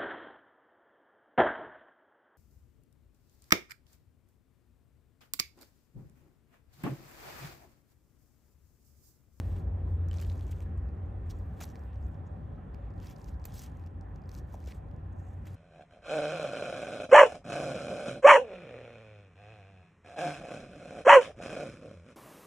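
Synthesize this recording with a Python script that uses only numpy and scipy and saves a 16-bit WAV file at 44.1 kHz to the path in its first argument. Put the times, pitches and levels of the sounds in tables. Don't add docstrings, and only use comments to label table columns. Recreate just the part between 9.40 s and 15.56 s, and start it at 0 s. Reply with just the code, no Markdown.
import sys
import numpy as np
from scipy import signal
from scipy.fft import rfft, irfft, next_fast_len
from scipy.io import wavfile
from scipy.ndimage import uniform_filter1d

SR = 44100
rng = np.random.default_rng(int(sys.argv[2]) if len(sys.argv) > 2 else 0)


def unload_audio(sound):
    columns = np.transpose(np.atleast_2d(sound))
    steps = np.round(np.clip(columns, -1, 1) * 32767)
    wavfile.write(sys.argv[1], SR, steps.astype(np.int16))


def gain_from_db(level_db):
    decades = np.asarray(level_db, float) / 20
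    return 10 ** decades


N = 271471
REST_DB = -88


def evened(x):
    return x / np.sqrt(np.mean(x ** 2) + 1e-20)


def read(points, hz):
    f, value = np.transpose(points)
    return np.interp(np.log(hz + 1), np.log(f + 1), value)


def follow(rows):
    s, *columns = np.transpose(rows)
    return [np.interp(np.arange(N) / SR, s, column) for column in columns]


def colour(x, gain):
    margin = 4096
    wide = np.pad(x, margin, "reflect")
    size = next_fast_len(len(wide))
    spectrum = rfft(wide, size) * gain(np.fft.rfftfreq(size, 1 / SR))
    return irfft(spectrum, size)[margin:margin + N]


def band(x, low_hz, high_hz):
    edges = [low_hz, min(high_hz, .45 * SR)]
    return evened(signal.sosfilt(signal.butter(2, edges, "band", fs=SR, output="sos"), x))


def resonate(x, hz, width):
    turn = np.exp(2j * np.pi * np.cumsum(hz) / SR)
    r = np.exp(-np.pi * width / SR)
    return 2 * (turn * signal.lfilter([1 - r], [1, -r], x / turn)).real


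def resonate_twice(x, hz, width):
    return evened(resonate(resonate(x, hz, width), hz, width))


def add(mix, s, sound):
    part = mix[round(s * SR):][:len(sound)]
    part += sound[:len(part)]


def ring(db, hz, t60, glide=0., onset=16):
    t = np.arange(2600) / SR
    turns = np.cumsum(hz * 2 ** (glide * 100 * np.minimum(t, .015))) / SR
    fade = gain_from_db(db - 60 * t / max(t60, 5e-4))
    return fade * np.sin(2 * np.pi * turns) * (1 - np.exp(-t * hz * onset))


def patches_db(shape, bins, frames):
    blotches = uniform_filter1d(rng.standard_normal(shape), bins, 0)
    return evened(uniform_filter1d(blotches, frames, 1))


def shear():
    grit_per_s, grit_spread_db, grit_share = 1400, 3, 0.3
    slip, hiss, sign = rng.standard_normal((3, N))
    hits = rng.random(N) < grit_per_s / SR
    grit = hits * np.sign(sign) * gain_from_db(grit_spread_db * np.minimum(rng.exponential(1, N), 5))
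    stutter_db = 1.7 * evened(uniform_filter1d(slip, 200))
    sand = np.sqrt(1 - grit_share) * hiss + np.sqrt(grit_share) * evened(grit)
    z = signal.stft(sand, nperseg=128)[2]
    z *= gain_from_db(2.4 * patches_db(z.shape, bins=3, frames=12))
    return signal.istft(z, nperseg=128)[1][:N] * gain_from_db(stutter_db)


def pressure():
    # start/s, hold/s, pressure level/dB, fine sand share/dB
    shifts = [(0, 0.19, -69, -4.5), (0.47, 0.087, -80.5, -2.5), (0.738, 0.17, -66, -10),
              (0.906, 0.32, -71, -6), (1.302, 0.15, -95, -9.5), (1.876, 0.1, -78, -7),
              (1.986, 0.18, -81, -2), (2.18, 0.083, -71, -5), (2.332, 0.13, -77.5, -3),
              (2.526, 0.22, -85, -7), (3.592, 0.12, -75, -6), (3.773, 0.14, -73, -5.5),
              (4.042, 0.038, -76, -13), (4.089, 0.18, -66.5, -13), (4.325, 0.12, -80, -6),
              (4.751, 0.067, -88, -5), (4.918, 0.05, -70, -4), (5.088, 0.12, -75.5, -5),
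              (5.247, 0.11, -70.5, -9), (5.8, 0.18, -82.5, -11), (6.07, 0.11, -71, -9)]
    press_db_per_s, lift_db_per_s = 350, 299
    t = np.linspace(0, N / SR, num=N // 32)
    press = gain_from_db(REST_DB) ** 2
    fine = gain_from_db(REST_DB - 11.5) ** 2
    for s, hold, db, fine_db in shifts:
        since = t - s
        lift_db = lift_db_per_s * np.maximum(since - hold, 0)
        drop_db = np.where(since < 0, -press_db_per_s * since, lift_db)
        press = press + gain_from_db(db - drop_db) ** 2
        fine = fine + gain_from_db(db + fine_db - drop_db) ** 2
    return follow(np.transpose([t, np.sqrt(press), np.sqrt(fine)]))


def crackle(press):
    grain_hz = [2200, 2800, 3600, 4600, 6200]
    bursts_per_s = 900
    hits = rng.random((len(grain_hz), N)) < bursts_per_s / SR / len(grain_hz)
    ticks = hits * np.minimum(rng.exponential(1, N), 2.5) * press
    return sum(signal.oaconvolve(x, ring(3, hz, t60=0.0019))[:N] for x, hz in zip(ticks, grain_hz))


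def slides():
    # t/s, length/s, level/dB, fine sand share/dB, wet mud share/dB
    skids = [(0.792, 0.041, -64, -4, -2), (1.108, 0.017, -65, 1.5, 0), (1.893, 0.03, -61, -7, -28),
             (1.987, 0.0049, -79, 8, -5), (2.2, 0.031, -54.5, -8.5, -1.5), (2.226, 0.021, -53.5, -12, -16),
             (2.262, 0.068, -76, -5, 3), (2.621, 0.031, -83, -14, -16), (2.852, 0.032, -79.5, -24, -7),
             (3.609, 0.14, -69, -5, 4), (3.881, 0.014, -68.5, -16, 2.5), (4.052, 0.0031, -65, 19.5, 17),
             (4.06, 0.0029, -60, -3, -6), (4.125, 0.14, -63, 0.5, -38), (4.468, 0.01, -77, -7, 5),
             (4.755, 0.0088, -77, -6, -23), (4.969, 0.034, -67, -6, -29), (5.125, 0.035, -76, 2, 0),
             (5.264, 0.06, -68, -4, 8.5), (5.724, .012, -80, -25, -18), (5.739, 0.22, -83, -21, -21),
             (5.792, 0.0093, -83, -26, -14), (6.057, 0.033, -80.5, 6, 16)]
    firm_db, firm_hz, light_hz_per_db = -71.5, 5300, 122.5
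    sand = shear()
    wide, fine, wet = band(sand, 2800, 10000), band(sand, 6900, 16000), band(sand, 930, 4020)
    press, dust = pressure()
    out = press * (wide + gain_from_db(1.0) * wet) + dust * fine + crackle(press - gain_from_db(REST_DB))
    for s, length, db, fine_db, wet_db in skids:
        at = slice(round(s * SR), round((s + length) * SR))
        hz = firm_hz + light_hz_per_db * max(firm_db - db, 0)
        width_hz = max(4498 + 130 * (db + 64.5), 1300)
        body = resonate_twice(sand[at], np.full(len(sand[at]), hz), width_hz)
        body += gain_from_db(fine_db - 1.5) * wide[at]
        skid = body + gain_from_db(fine_db) * fine[at] + gain_from_db(wet_db) * wet[at]
        add(out, s, gain_from_db(db) * skid * signal.windows.tukey(len(skid), .45))
    return out


def vehicle():
    # t/s, exhaust note f/Hz, note level/dB, rumble level/dB
    drive = [(0.0, 87, -35.5, -36.5), (0.1, 87.58, -36, -35.5), (.72, 86.06, -34.5, -37),
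             (1.05, 86.29, -39, -39.5), (1.4, 86.86, -38.5, -35), (1.55, 86.56, -44.5, -39.5),
             (2.0, 87.03, -45.5, -38.5), (2.23, 80.26, -49.5, -45), (2.64, 91.47, -51, -40.5),
             (2.83, 87.3, -46.5, -46), (3.63, 91.55, -58, -42), (3.76, 87.7, -77, -58.5),
             (3.89, 78.54, -55, -40), (4.22, 88.5, -55, -48), (4.44, 83.4, -45, -47),
             (4.54, 90.56, -50.5, -43.5), (6.0, 89.9, -49.5, -46), (6.16, 94.8, -43.5, -53.5)]
    # f/Hz, level per Hz/dB
    rumble_colour = [(18, -44.5), (30, -7), (70, 4.5), (85, -6), (99, 2.5), (106, -7.5), (119, -28),
                     (130, -10), (170, -50), (290, -120)]
    hz, note_db, rumble_db = follow(drive)

    def fuzz(f, width_hz):
        return resonate_twice(rng.standard_normal(N), f, width_hz)

    note, low, high = fuzz(hz, 6.0), fuzz(hz * 2 / 3, 7.0), fuzz(hz * 5 / 3, 5.0)
    steady = np.sqrt(2) * np.cos(2 * np.pi * np.cumsum(hz) / SR + .5)
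    rumble = evened(colour(rng.standard_normal(N), lambda f: gain_from_db(read(rumble_colour, f))))
    roar_db = uniform_filter1d(rumble_db, SR) - 16.5
    roar = gain_from_db(roar_db) * band(rng.standard_normal(N), 190, 446)
    orders = gain_from_db(-9) * low + gain_from_db(-19) * high
    exhaust = gain_from_db(note_db) * (1.45 * steady + .35 * note + orders)
    return exhaust + gain_from_db(rumble_db + 1.6) * rumble + roar


def traffic():
    # t/s, level/dB
    wash = [(0.0, -44.5), (0.19, -49.5), (0.39, -48), (1.71, -47.5), (2.67, -48.5), (3.03, -47.5),
            (4.34, -49.5), (6.16, -49)]
    # f/Hz, level per Hz/dB
    ahead_colour = [(65, -33.5), (110, 0), (150, 0.5), (174, -0.5), (214, -5), (305, -10.5), (346, -16),
                    (660, -22), (764, -15), (884, -23.5), (1790, -30.5), (2150, -37.5), (2600, -38.5),
                    (2900, -45), (3420, -46), (4880, -63.5), (8600, -64), (10200, -78), (11600, -72.5),
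                    (16000, -74.5)]
    # f/Hz, level per Hz/dB
    aside_colour = [(18, -44), (30, -20.5), (86, 1), (118, -7), (215, -5), (311, -15.5), (345, -7.5),
                    (486, -18), (616, -6.5), (1670, -24), (2010, -48.5), (2170, -53.5), (3490, -46),
                    (4530, -63.5), (16000, -76)]
    # f/Hz, share in step, share a quarter turn ahead
    lean = [(59, -0.053, -0.1), (323, 0.32, -0.5), (546, -0.57, -.3), (800, -0.11, 0.5), (1210, -0.14, 0.4),
            (1400, -0.8, -0.2), (2000, -0.37, 0.2)]
    # f/Hz, width/Hz, level/dB
    street = [(563.3, 70, 6.5), (804, 130, 0), (1022, 36, 6.5), (1820, 240, 4)]
    front, other = rng.standard_normal((2, N))
    lean_hz, in_step, ahead = np.transpose(lean)

    def tie(f):
        return np.interp(f, lean_hz, in_step) + 1j * np.interp(f, lean_hz, ahead)

    def untied(f):
        return np.sqrt(np.clip(1 - abs(tie(f)) ** 2, .05, 1))

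    def hollow_db(f):
        return sum(db / (1 + (2 * (f - top_hz) / width) ** 2) for top_hz, width, db in street)

    side = colour(front, tie) + colour(other, untied)
    front = evened(colour(front, lambda f: gain_from_db(read(ahead_colour, f) + hollow_db(f))))
    side = gain_from_db(-7.5) * evened(colour(side, lambda f: gain_from_db(read(aside_colour, f))))
    z = signal.stft(np.array([front, side]), nperseg=1024)[2]
    shape = z.shape[1:]
    drift_db = 1.12 * patches_db(shape, bins=10, frames=6)
    drift_db += .9 * patches_db(shape, bins=30, frames=25)
    treble = np.clip(np.fft.rfftfreq(1024, 1 / SR)[:, None] / 1000 - 2, 0, 1)
    drift_db += 2.5 * patches_db(shape, bins=25, frames=10) * treble
    drifting = signal.istft(z * gain_from_db(drift_db), nperseg=1024)[1][:, :N]
    front, side = drifting * gain_from_db(follow(wash)[0])
    return np.array([front + side, front - side])


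def snaps():
    # t/s, peak level/dB, centre f/Hz, fine
    # edge level against the peak/dB, dull knock level against the peak/dB
    grain_snaps = [(0.6864, -43.5, 5954, -3, -13.5), (0.7127, -49, 3724, -28, -2),
                   (0.715, -46.5, 3370, -32, -9), (0.7319, -39.5, 3900.0, -6.5, -7),
                   (0.7412, -39.0, 5430, -13.5, -14.0), (0.7454, -52, 6400.0, -11, -14),
                   (0.7647, -44.5, 5200.0, -7, -13), (0.771, -39, 6000.0, -12, -26),
                   (0.7745, -44, 5400.0, -15.5, -12), (0.7852, -37, 4100.0, -18, -16),
                   (0.8009, -38.5, 4700.0, -7.5, -9), (0.8147, -34, 6800.0, -1, -14),
                   (0.8284, -58.5, 4800.0, 16, -8), (0.8342, -45.5, 5200.0, -7, -26),
                   (0.8389, -50.5, 5700.0, 2, -18.0), (0.8487, -42, 3700.0, -25.0, -9),
                   (0.8678, -50.5, 7500.0, 6.5, -6.0), (0.8995, -39, 3700.0, -27, -11),
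                   (0.9194, -45, 3700.0, -18.0, -2.5), (0.9274, -49.5, 7300.0, -1, -16.0),
                   (0.9704, -55.0, 6600.0, 0, -16.0), (0.9784, -51, 7200.0, -7.0, -17),
                 (0.9845, -54.0, 5100.0, -20, -17.0), (0.995, -46, 5400.0, -11.0, 1.5),
                 (1.0098, -42.5, 3900.0, -6, -9.5), (1.0238, -62, 4800.0, -11.0, -13.0),
                 (1.068, -47, 6700.0, -3, -14), (1.077, -59, 7300.0, -4, -16), (1.115, -51, 6120, -8, -25),
                 (1.12, -50, 6380, 2, -24), (1.2056, -43.0, 5500, -4, 1), (1.3767, -53.5, 8090, -7, -17.0),
                 (1.3833, -67.5, 5018, -9.0, -15), (1.4894, -56, 4100.0, -25, -12),
                 (1.553, -63, 7800.0, -8.5, -7.0), (1.5678, -71, 5100.0, -1.5, -8),
                   (1.909, -37, 5300.0, -31, -23), (1.9954, -56, 4400.0, -7.0, -8),
                 (2.0177, -72, 7010, 8.0, -8), (2.1943, -52, 5395, 2, -9),
                 (2.2124, -36, 5400.0, -4.0, -5.0), (2.2252, -34.5, 5000.0, -24.0, -3),
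                 (2.2319, -42.5, 6540, 4.0, -18), (2.237, -31, 6600.0, -4.0, -18),
                 (2.2421, -34.5, 4100.0, -19.0, -9), (2.2539, -47.0, 7500.0, 12, -23.0),
                 (2.2786, -50, 4900.0, -17.0, -19), (2.2905, -44, 6100.0, -6.0, -23.0),
                 (2.3015, -43, 5400.0, -14.0, -17.0), (2.3054, -51.5, 6100.0, 1, -11.0),
                 (2.3477, -61, 5600.0, 1.0, -11.0), (2.3567, -42.5, 4380, -18, 0),
                 (2.3603, -53, 5100.0, -3, -24), (2.365, -51, 4800.0, -31, -19.0),
                 (2.3939, -53.5, 5390, -9.0, -5), (2.4372, -58, 4700.0, -4.0, -19),
                 (2.5317, -56, 3700.0, -20, -4), (2.5441, -57, 6314, -8, -10),
                 (2.5585, -51.5, 4500.0, -18, -7), (2.6185, -61, 7300.0, -18.0, -6),
                 (2.6272, -57, 5100.0, -13.0, -6.0), (2.6671, -55, 7300.0, -14.0, -19),
                 (2.6704, -65, 5600.0, 3.0, -12), (2.6825, -63, 6100.0, 9, -4),
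                 (2.7357, -65, 7200.0, -16, -8), (2.7446, -56.5, 4714, -12.0, -3),
                 (3.3415, -57, 4313, -7, -14), (3.3461, -50.0, 4575, -5, 2.5),
                   (3.5052, -55, 4700.0, -37.0, -8), (3.5395, -57, 4300.0, -18.0, -6),
                  (3.58, -54, 4600.0, -16.0, -18.0), (3.6013, -46, 4900.0, -13.0, -3),
                  (3.6281, -57, 5800.0, -1.0, -11.0), (3.6309, -43.5, 4700.0, -10, -17),
                  (3.6676, -52, 4800.0, 5, -18), (3.6715, -38, 4600.0, -24.0, -16),
                  (3.6927, -46.0, 6600.0, -10.0, -7), (3.7001, -47.0, 6300.0, 6, -20.0),
                  (3.7126, -47.0, 4900.0, -15.0, -10.0), (3.726, -53, 5600.0, -1, -9.0),
                  (3.7617, -47, 5000.0, -12.0, -23.0), (3.765, -47.0, 4900.0, -13.0, -15.0),
                  (3.784, -56, 4400.0, -10.0, -15.0), (3.8, -55.0, 5800.0, -8.0, -15.0),
                  (3.8164, -46.5, 5500.0, -29.0, -24.0), (3.844, -41.5, 5500.0, -8, -20),
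                  (3.8606, -51, 6200.0, -1.0, -15.0), (3.8789, -49.5, 5000.0, -5, -11),
                  (3.887, -55.5, 5600.0, 4, -4), (3.8926, -49, 5800.0, -10.0, -20.0),
                  (3.8955, -52.0, 6600.0, -12.0, -6), (3.942, -53, 4600.0, -14.0, -15.0),
                  (3.9982, -54, 4800.0, -5.0, -5), (4.0172, -56.0, 6000.0, -11.0, -6),
                   (4.042, -39, 4900.0, -28.0, -19), (4.055, -33, 7060, 7.5, -9),
                 (4.057, -39.5, 3880, -7.5, -18.0), (4.0607, -47, 6934, -5, -12),
                 (4.107, -58, 5000.0, -25.0, -11), (4.1223, -41, 5300.0, -15.0, -15.0),
                 (4.134, -53, 6800.0, -5.5, -22.0), (4.1413, -39, 5900.0, 2, -13.0),
                 (4.1949, -33.5, 6284, -6, -25.0), (4.199, -36, 5600.0, -18, -26),
                 (4.2205, -46, 6300.0, 0, -27), (4.2283, -51.5, 6650, -7, -17),
                 (4.244, -44.5, 4770, -9, -17), (4.263, -41.5, 4800.0, -4.5, -23),
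                 (4.371, -54, 6400.0, -3, -8), (4.397, -54, 4300.0, -3, -6),
                 (4.4394, -54, 3700.0, -34.0, -8), (4.4636, -47, 5300.0, -9, -25),
                 (4.473, -54.0, 5300.0, -12.0, -20.0), (4.6112, -46.5, 5600.0, -16, -23.0),
                   (4.7603, -46, 5120, -12.0, -25.0), (4.8182, -65, 4800.0, -15.0, -6),
                  (4.8928, -39, 4570, -7, -10.0), (4.9166, -42, 5400.0, -10.0, -25.0),
                  (4.9373, -49.0, 5380, -1, -23.0), (4.9432, -44, 5500.0, 2, -18),
                  (4.9506, -34, 5050, -11.0, -17), (4.9663, -49, 7450, -2.0, -12.0),
                  (4.9878, -42, 5900.0, -12.0, -18.0), (5.1252, -51, 6020, -7.0, -21.0),
                  (5.1419, -44.5, 6196, -1, -4.5), (5.2033, -49, 5300.0, -8.0, -6),
                  (5.2247, -53, 4700.0, -13.0, -9), (5.2415, -49, 4600.0, -15.0, -2),
                  (5.2518, -50, 6200.0, -6.0, -19.0), (5.2607, -45, 6300.0, -8.0, -18.0),
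                  (5.2735, -45, 6200.0, -11, -4.0), (5.2761, -43, 5000.0, -12, -10),
                  (5.279, -47.0, 5300.0, -16, -7), (5.3189, -43, 4210, -12, -2.0),
                  (5.3225, -47, 4268, -12, -11), (5.381, -59, 3800, -15, -5), (5.4872, -63, 3950, -2, -6),
                  (5.5135, -57, 3888, -4, -2), (5.5638, -56, 5500.0, -9.0, -13),
                  (5.7232, -61, 7040, -19.0, -19), (5.7964, -63, 7320, -17, -13),
                  (5.868, -57, 6400, -5, -12), (5.9365, -66, 6060, -8, -8),
                  (6.0561, -52.0, 4800.0, 0.0, -1), (6.0593, -50, 4700.0, -9, -14.0),
                  (6.0706, -45.0, 5700.0, 0.0, -1), (6.0771, -53, 5100.0, -2.0, -8)]
    rows = grain_snaps
    out = np.zeros((2, N))
    chance = rng.uniform(-1.2, 1, (len(rows), 5))
    for (s, db, hz, edge_db, knock_db), (a, b, c, place, e) in zip(rows, chance):
        body = ring(db + 3.0, hz, t60=.0014 * 1.25 ** a, onset=3.5)
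        body += ring(db + knock_db + 0.1, 2650 * 1.12 ** c, t60=.0032)
        click = body + ring(db + edge_db - 0.1, 12900 * 1.12 ** b, t60=.0013)
        add(out[0], s, click)
        echo_s = .0004 * 1.6 ** e
        add(out[0], s + echo_s, gain_from_db(-11) * click)
        add(out[1], s, .5 * place * body)
    return out


def pops():
    # t/s, peak level/dB,
    # f/Hz, t60/s, glide/(octaves per 10 ms)
    pockets = [(.7115, -50, 7500, .012, .05), (.7125, -43.5, 3050, .025, -.02),
               (.794, -51.5, 2650, .036, -.32), (.828, -53, 3050, .044, .02),
               (.8985, -43, 3620, .008, -.05), (1.1265, -47, 2100, .006, -.1),
               (1.131, -51, 2800, .008, -.2), (1.262, -60, 1680, .08, 0), (1.376, -62, 8200, .004, 0),
               (2.2135, -44, 1500, .008, -.1), (2.2385, -40, 900, .012, -.4), (2.868, -69, 6700, .03, .01),
               (3.18, -54, 1300, .062, -.025), (4.054, -42, 750, .008, -.33),
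               (4.0535, -43, 16000, .0012, 0), (4.892, -55, 15500, .0012, 0), (4.694, -64, 14000, .002, 0),
               (2.2075, -46, 2300, .012, -.05), (2.2255, -48, 1900, .006, -.1), (2.356, -52, 2000, .005, 0),
               (.7135, -51, 1750, .012, 0), (4.8185, -61, 4900, .007, 0), (4.838, -63, 4700, .009, 0),
               (4.858, -63, 5000, .008, 0), (2.2135, -45, 2450, .018, -.03), (4.0555, -46, 3200, .006, -.1),
               (4.992, -48, 350, .06, .3), (5.018, -41, 380, .024, -.18), (5.317, -53, 2200, .004, -.11),
               (5.322, -40, 2300, .0047, -.6), (6.07, -50, 2000, .015, -.1)]
    # t/s, level/dB, start f/Hz, length/s, fall/octaves
    gulps = [
        (5.140, -40.5, 1200, .0105, 1.35),
        (5.2735, -41.5, 720, .008, 1.2),
        (2.2095, -44, 950, .009, .9),
        (4.053, -47, 2300, .004, -.6),
    ]
    out = np.zeros(N)
    for s, *pocket in pockets:
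        add(out, s, ring(*pocket))
    for s, db, hz, length, fall in gulps:
        u = np.linspace(0, 1, round(length * SR))
        turns = np.cumsum(hz * 2 ** (-fall * u)) / SR
        add(out, s, gain_from_db(db) * np.sin(np.pi * u) * np.sin(2 * np.pi * turns))
    return out


def scatter(x):
    t = np.arange(3000) / SR
    smear = rng.standard_normal(len(t)) * gain_from_db(-60 * t / 0.12) * (t > .001)
    return x + gain_from_db(-12.0) * signal.oaconvolve(x, smear / np.linalg.norm(smear))[:N]


def air():
    return gain_from_db(-105) * band(band(rng.standard_normal(N), 7300, 9700), 7300, 9700)


def scene():
    # f/Hz, lead of the left/rad
    ports = [(2100, 0), (3450, .25), (4500, -.03), (7000, -.1), (8050, -.4), (8850, -2.1), (9300, -3.0),
             (10600, -3.27), (11100, -4.0), (12400, -5.6), (13000, -6.28), (13900, -6.28), (15200, -8.2),
             (16000, -8.9)]
    grains, offset = snaps()
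    shoes = scatter(slides() + grains) + pops()
    shoes += air()
    left = colour(shoes + offset, lambda f: np.exp(.5j * read(ports, f)))
    right = colour(shoes - offset, lambda f: np.exp(-.5j * read(ports, f)))
    vehicle_gain = gain_from_db(np.array([[.25], [-.25]]))
    return np.array([left, right]) + vehicle() * vehicle_gain + traffic()


def top_cut(x):
    return signal.sosfilt(signal.butter(12, 16530, fs=SR, output="sos"), x)


def record(dry):
    # f/Hz, level/dB
    microphone = [(20, -27.5), (32, -21), (42, -0.8), (8600, -2), (10000, 6), (11500, 0), (13500, -2.5),
                  (15300, 0.5), (16000, -6.5), (17200, -25.5)]
    whine_hz, whine_db, stop_s = 9603, -61.5, .0015
    heard = np.array([colour(x, lambda f: gain_from_db(read(microphone, f))) for x in dry])
    bass = colour(heard.mean(0), lambda f: abs(f - 87) < 12)
    heard += gain_from_db(whine_db) * bass * np.cos(2 * np.pi * whine_hz * np.arange(N) / SR)
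    heard *= np.minimum(np.arange(N, 0, -1) / (stop_s * SR), 1)
    return top_cut(heard)


dry = scene()
out = record(dry)
unload_audio(out)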